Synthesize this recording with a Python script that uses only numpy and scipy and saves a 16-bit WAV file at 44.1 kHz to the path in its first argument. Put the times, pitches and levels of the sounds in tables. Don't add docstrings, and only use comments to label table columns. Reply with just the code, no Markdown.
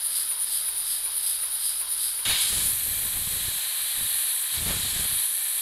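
import sys
import numpy as np
from scipy import signal
from scipy.fft import rfft, irfft
from scipy.io import wavfile

SR = 44100
rng = np.random.default_rng(int(sys.argv[2]) if len(sys.argv) > 2 else 0)


def transcribe(signal):
    frames = np.atleast_2d(signal).T
    limited = np.clip(frames, -1, 1)
    pcm = np.round(limited * 32767).astype(np.int16)
    wavfile.write(sys.argv[1], SR, pcm)


N = 247401
TIME = np.arange(N) / SR
FREQS = np.maximum(np.fft.rfftfreq(N, 1 / SR), 1)
JET_START_S = 2.25

# t/s, relative knock level/dB
TURNS = [(-.061, -45), (.309, -42.5), (.683, -46), (1.055, -44.5), (1.431, -45), (1.808, -45),
         (2.186, -44.5), (2.56, -58), (2.94, -59)]


def from_db(db):
    return 10 ** (np.asarray(db) / 20)


def rms_one(x):
    return x / np.sqrt(np.mean(x ** 2) + 1e-20)


def drift(rate_hz):
    spectrum = rfft(rng.standard_normal(N))
    return rms_one(irfft(spectrum / (1 + (FREQS / rate_hz) ** 2), N))


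def lifts(modes):
    return sum(lift / (1 + (2 * (FREQS - centre) / width) ** 2) for centre, width, lift in modes)


def airflow(slope, modes, flutter_db=0, flutter_hz=100):
    eddies = rng.standard_normal(N) * from_db(flutter_db * drift(flutter_hz))
    hz, level = np.transpose(slope)
    colour_db = np.interp(np.log(FREQS), np.log(hz), level) + lifts(modes)
    colour_db = colour_db - 14 * np.maximum(np.log2(hz[0] / FREQS), 0)
    colour_db = colour_db - 24 * np.maximum(np.log2(FREQS / hz[-1]), 0)
    return rms_one(irfft(rfft(eddies) * from_db(colour_db), N))


def bursts(rows, rise_s, fall_s):
    total = 0
    for start, db in rows:
        age = np.maximum(TIME - start, 0)
        decay = np.exp(-np.minimum(age / fall_s, 20))
        total = total + from_db(db) * (1 - np.exp(-age / rise_s)) * decay
    return total


def swells(rows, rise_s, fall_s):
    power = 0
    for start, length, db in rows:
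        age = np.maximum(TIME - start, 0)
        attack = 1 - np.exp(-age / rise_s)
        decay = np.exp(-np.clip((age - length) / fall_s, 0, 20))
        power = power + (from_db(db) * attack * decay) ** 2
    return np.sqrt(power)


def crank():
    return np.interp(TIME, np.array(TURNS)[:, 0], np.arange(len(TURNS)))


def each_turn(rows):
    turn = crank()
    total = 0
    for at, half, db in rows:
        offset = (turn - at + .5) % 1 - .5
        total = total + from_db(db) * np.exp(-(offset / half) ** 2)
    return total


def engine_fade():
    steady_db, end_s, fall_s = -1.17, 2.7, 0.022
    return from_db(steady_db) * np.exp(-np.clip((TIME - end_s) / fall_s, 0, 20))


def far_motor(waver_db, wander_rad):
    # f/Hz, rms level before fading and waver/dB
    orders = [(34.2, -64.5), (68.2, -74.5), (101.2, -73)]
    fading_db = np.interp(TIME, [2.3, 2.8], [0, -9])
    drone = 0
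    for hz, db in orders:
        level = from_db(db + fading_db + waver_db * drift(0.95))
        phase = 2 * np.pi * hz * TIME + wander_rad * drift(1.9)
        drone = drone + np.sqrt(2) * level * np.sin(phase)
    return drone


def buffeting(jet_on):
    # t/s, length/s, level/dB
    gust_rows = [(2.255, .055, -34.5), (2.35, .14, -51.5), (2.495, 0.192, -40), (2.68, 0.81, -45),
                 (3.13, 0.039, -43), (3.31, 0.058, -44), (3.44, 0.023, -40.5), (3.53, 0.032, -48),
                 (3.63, 0.078, -62), (3.79, 0.033, -54), (3.9, 0.26, -60), (3.97, 0.07, -44),
                 (4.52, .06, -48), (4.565, 0.075, -37.5), (4.65, 0.097, -34), (4.78, 0.097, -40),
                 (4.92, .13, -39.5), (5.09, 0.054, -41), (5.27, 0.14, -65.5)]
    # t/s, relative level/dB
    lump_rows = [(2.272, -22), (2.524, -24), (2.864, -28.5), (3.329, -38), (3.479, -33), (4.662, -18.5),
                 (4.704, -22)]
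    # f/Hz, relative density level/dB
    wind_slope = [(15, 1.5), (35, -5), (80, 1), (130, -6), (190, -7.5), (280, -16), (500, -18), (1000, -23),
                  (2500, -19)]
    draught = from_db(-79.5)
    gusts = draught + swells(gust_rows, rise_s=0.0091, fall_s=0.03)
    wind = gusts * airflow(wind_slope, [], flutter_db=3.0, flutter_hz=35.4)
    thud = airflow(wind_slope, [(700, 700, 6)], flutter_db=1.5, flutter_hz=100)
    lumps = from_db(-7.5) * bursts(lump_rows, rise_s=0.001, fall_s=0.0072) * thud
    return jet_on * (wind + lumps)


def surroundings(x, echo_db):
    # f/Hz, width/Hz, lift/dB
    brick_bands = [(3470, 110, -1.5), (5800, 220, -2.5), (5940, 100, 1.5), (6100, 92, 0), (7310, 130, 7),
                   (7360, 150, -7.5), (10080, 210, -3.5), (11060, 170, -6), (13000, 160, 6.5),
                   (15050, 200, -4), (15560, 220, -6)]
    delays_s = rng.uniform(0.00161, 0.0076, (4, 1))
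    echoes = np.exp(-2j * np.pi * FREQS * delays_s).sum(axis=0)
    return irfft(rfft(x) * from_db(lifts(brick_bands)) * (1 + from_db(echo_db) * echoes), N)


def blast_spray_splash(jet_on):
    # t/s, length/s, level/dB
    blast_rows, spray_rows, splash_rows = [(2.25, 0.14, -28.5)], [(2.58, 0.37, -33.5)], [(2.33, 0.32, -33),
                                                                            (3.15, 0.49, -41.5),
                                                                            (4.52, 0.49, -37)]
    # f/Hz, relative density level/dB
    blast_slope, spray_slope, splash_slope = [(300, -20), (900, -17), (1800, -19), (3000, 3), (4200, -0.5),
                                              (5000, -2), (5600, -13), (7000, -3), (9000, -10),
                                              (13000, -14), (15000, -28)], [(8000, -7), (10500, -33), (11700, 8),
                                                             (12700, 2), (13500, -4), (14500, -11),
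                                                             (16000, -22)], [(1200, -37), (3000, 0),
                                                                            (5000, 0), (6000, -1),
                                                                            (7200, 5.5), (8500, 8.5),
                                                                            (11000, -11.5), (15000, -10)]
    # f/Hz, width/Hz, lift/dB
    blast_modes = [(1570, 140, 19.2), (2210, 230, 14.5), (2770, 120, 3.5), (3230, 160, 4.2),
                   (3740, 160, 11)]
    blast = airflow(blast_slope, blast_modes, flutter_db=0.6, flutter_hz=120)
    blast = blast * swells(blast_rows, rise_s=0.0013, fall_s=.095)
    spray = airflow(spray_slope, [], flutter_db=1.0, flutter_hz=120)
    spray = spray * swells(spray_rows, rise_s=0.041, fall_s=0.62)
    splash = airflow(splash_slope, [], flutter_db=1.3, flutter_hz=120)
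    splash = splash * swells(splash_rows, rise_s=0.055, fall_s=0.067)
    return jet_on * (blast + spray + splash)


def free_jet(jet_on):
    # t/s, control level/dB
    spill = [(2.27, -29), (2.31, -24), (2.61, -26.5), (2.76, -37.5), (3.21, -37), (3.51, -34), (4.31, -34),
             (4.41, -37.5), (4.56, -31.4), (4.61, -36.5), (4.71, -31.5), (5.21, -34), (5.31, -38.5),
             (5.59, -36.5)]
    # t/s, control level/dB
    aim = [(2.3, -28), (2.35, -28.6), (2.4, -27), (2.5, -24), (2.7, -20.5), (2.75, -27.5), (3.6, -29),
           (3.95, -27.5), (4.2, -24.6), (4.45, -26.5), (4.5, -31), (4.54, -26), (4.59, -30.0), (4.69, -27),
           (4.79, -29.5), (5.24, -24), (5.39, -27), (5.59, -26)]
    # f/Hz, relative density level/dB
    rush_slope, hollow_slope, hiss_slope, edge_slope = [(60, -46), (300, -18.5), (470, -15.5), (620, -7),
                                                        (850, -7), (1400, -6), (2200, -4.5), (3000, -1.5),
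                                                        (4500, 1), (5700, -13.5), (7500, -12), (12000, -9)], [(2000, -19), (2800, -10),
                                                                      (3200, -1.5), (4300, -4), (4900, -13),
                                                                      (5400, -28), (6500, -26)], [(4500, -38),
                                                                                      (5700, -13.5),
                                                                                      (6700, -13),
                                                                                      (7600, -8),
                                                                                      (8500, 0.5),
                                                                                      (9500, -2.5),
                                                                                      (11000, 3.5),
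                                                                                      (12500, 0.5),
                                                                                      (14000, -18),
                                                                                      (15100, -11),
                                                                                      (16000, -26)], [(8000, -37),
                                                                                                    (9200, -2.5),
                                                                                                    (10200, -6),
                                                                                                    (11000, 4),
                                                                                                    (11800, -6),
                                                                                                    (12800, -16),
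                                                                                                    (13600, -23),
                                                                                                    (15000, -27)]
    # f/Hz, width/Hz, lift/dB
    rush_modes, hollow_modes = [(1047, 160, 4.3), (1775, 480, 8.8), (2360, 180, 7.7), (6020, 160, 8.6)], [(3330, 240, 0.76), (3890, 230, 6), (4170, 150, 4.4)]
    hiss_modes, edge_modes = [(7800, 290, 4.3)], [(9400, 250, 2.4), (10100, 200, 4.3), (10500, 180, 2.3),
                                                  (11800, 250, 1.3)]

    spill_db = np.interp(TIME, *np.transpose(spill)) + 35
    aim_db = np.interp(TIME, *np.transpose(aim)) + 29.5
    rush = from_db(-40 + 0.68 * spill_db) * airflow(rush_slope, rush_modes, flutter_db=1.07, flutter_hz=90)
    hollow = from_db(-37.5 + 1.03 * spill_db) * airflow(hollow_slope, hollow_modes, flutter_db=0.6, flutter_hz=90)
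    hiss = from_db(-32 + 0.44 * aim_db) * airflow(hiss_slope, hiss_modes, flutter_db=0.7, flutter_hz=120)
    edge = from_db(-32.5 + 1.34 * aim_db) * airflow(edge_slope, edge_modes, flutter_db=1.0, flutter_hz=120)
    fade_in = np.sqrt(np.clip(1 - 0.85 * engine_fade(), .05, 1))
    surge = 1 + swells([(JET_START_S, .07, 4)], rise_s=0.0029, fall_s=0.034)
    return jet_on * fade_in * (surge * rush + hollow + hiss + edge)


def piston_knocks():
    # f/Hz, relative density level/dB
    knock_slope, slide_slope = [(350, -5.5), (1000, -6), (2300, -5), (3200, -6), (5000, -18), (8000, -40)], [(280, -11), (400, 0), (700, -0.5), (1050, 14), (1500, -3),
                                               (2500, -24)]
    # f/Hz, width/Hz, lift/dB
    frame_modes = [(2420, 410, 10)]
    impact = bursts(TURNS, rise_s=.001, fall_s=.009)
    travel = bursts(TURNS, rise_s=.02, fall_s=.06)
    tick = from_db(6.5) * impact * airflow(knock_slope, frame_modes)
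    slide = from_db(-1.5) * travel * airflow(slide_slope, [])
    return tick + slide


def valve_squirts():
    # share of the turn, half length/turns,
    # level before fading/dB
    squirt_rows = [(.985, .042, -26.5), (0.342, 0.034, -26)]
    # f/Hz, relative density level/dB
    squirt_slope = [(8400, -36), (9200, -20), (9850, 6), (10500, 1), (11300, -10), (11800, -5),
                    (12200, -14), (12900, -18), (13450, -10), (14300, -23), (15200, -33)]
    fade_db_per_s = 2.5
    fading = from_db(-fade_db_per_s * TIME)
    air = airflow(squirt_slope, [], flutter_db=5.5, flutter_hz=250)
    return engine_fade() * fading * each_turn(squirt_rows) * air


def engine_air():
    # share of the turn, half length/turns, level before fade/dB
    openings = [(1, 0.077, -31), (0.3, 0.073, -28), (.64, 0.091, -37)]
    # f/Hz, relative density level/dB
    valve_slope, exhaust_slope, leak_slope = [(5500, -29), (7500, -25), (8600, -17), (9300, 0), (10200, 0),
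                                              (11200, -6), (11900, -6.5), (13400, -12.5), (14000, -17),
                                              (15000, -32), (16000, -34)], [(1500, -31), (2800, -25), (3800, -11.5),
                                                             (5000, -18.5), (5700, -25.5), (7400, -23),
                                                             (8600, -6), (10000, -12), (11200, -1),
                                                             (12200, -9), (13100, -13), (14200, -40)], [(60, -8), (240, -16),
                                                                              (400, -11), (800, -6),
                                                                              (1500, -2), (2700, -4),
                                                                              (3900, 2), (5000, 3),
                                                                              (5800, -7.5), (7500, -9),
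                                                                              (12000, -4)]
    # f/Hz, width/Hz, lift/dB
    valve_modes, exhaust_modes, leak_modes = [(9980, 910, 5.8), (10600, 930, 2.1), (12200, 370, 2.5),
                                              (13500, 430, 4)], [(3140, 340, 4.7), (4930, 480, 11.5),
                                                                   (6400, 68, 2), (8580, 190, 1.7),
                                                                   (10610, 350, 11.2)], [(335, 10.5, 10.5),
                                                                                          (394, 22, -3),
                                                                                          (1600, 580, 2.2),
                                                                                          (3190, 440, 4.6),
                                                                                          (3820, 350, 5.6),
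                                                                                          (4460, 190, 0),
                                                                                          (4700, 600, 1.5)]

    shut_gap = from_db(-31)
    gap = shut_gap + each_turn(openings)
    exhaust_db = -25 - 19.5 * np.sin(np.pi * (crank() - 0.64)) ** 2
    seating = from_db(0.5 * drift(8.7))
    valve = gap * seating * airflow(valve_slope, valve_modes, flutter_db=0.5, flutter_hz=250)
    exhaust = from_db(exhaust_db) * airflow(exhaust_slope, exhaust_modes, flutter_db=2.1, flutter_hz=200)
    leak = from_db(-39.0) * airflow(leak_slope, leak_modes, flutter_db=0.56, flutter_hz=60.3)
    return engine_fade() * (valve + exhaust + leak)


def scene():
    jet_on = np.clip((TIME - JET_START_S) / 0.0018, 0, 1)
    engine = engine_air() + valve_squirts() + piston_knocks()
    bench = engine + free_jet(jet_on) + blast_spray_splash(jet_on)
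    close = surroundings(bench, echo_db=-28)
    mono = close + buffeting(jet_on) + far_motor(waver_db=2.5, wander_rad=0.42)
    return np.stack([mono, mono])


def record(dry):
    cutoff_hz = 15680
    low_pass = signal.ellip(12, .1, 85, cutoff_hz, fs=SR, output="sos")
    return signal.sosfilt(low_pass, dry)


dry = scene()
out = record(dry)
transcribe(out)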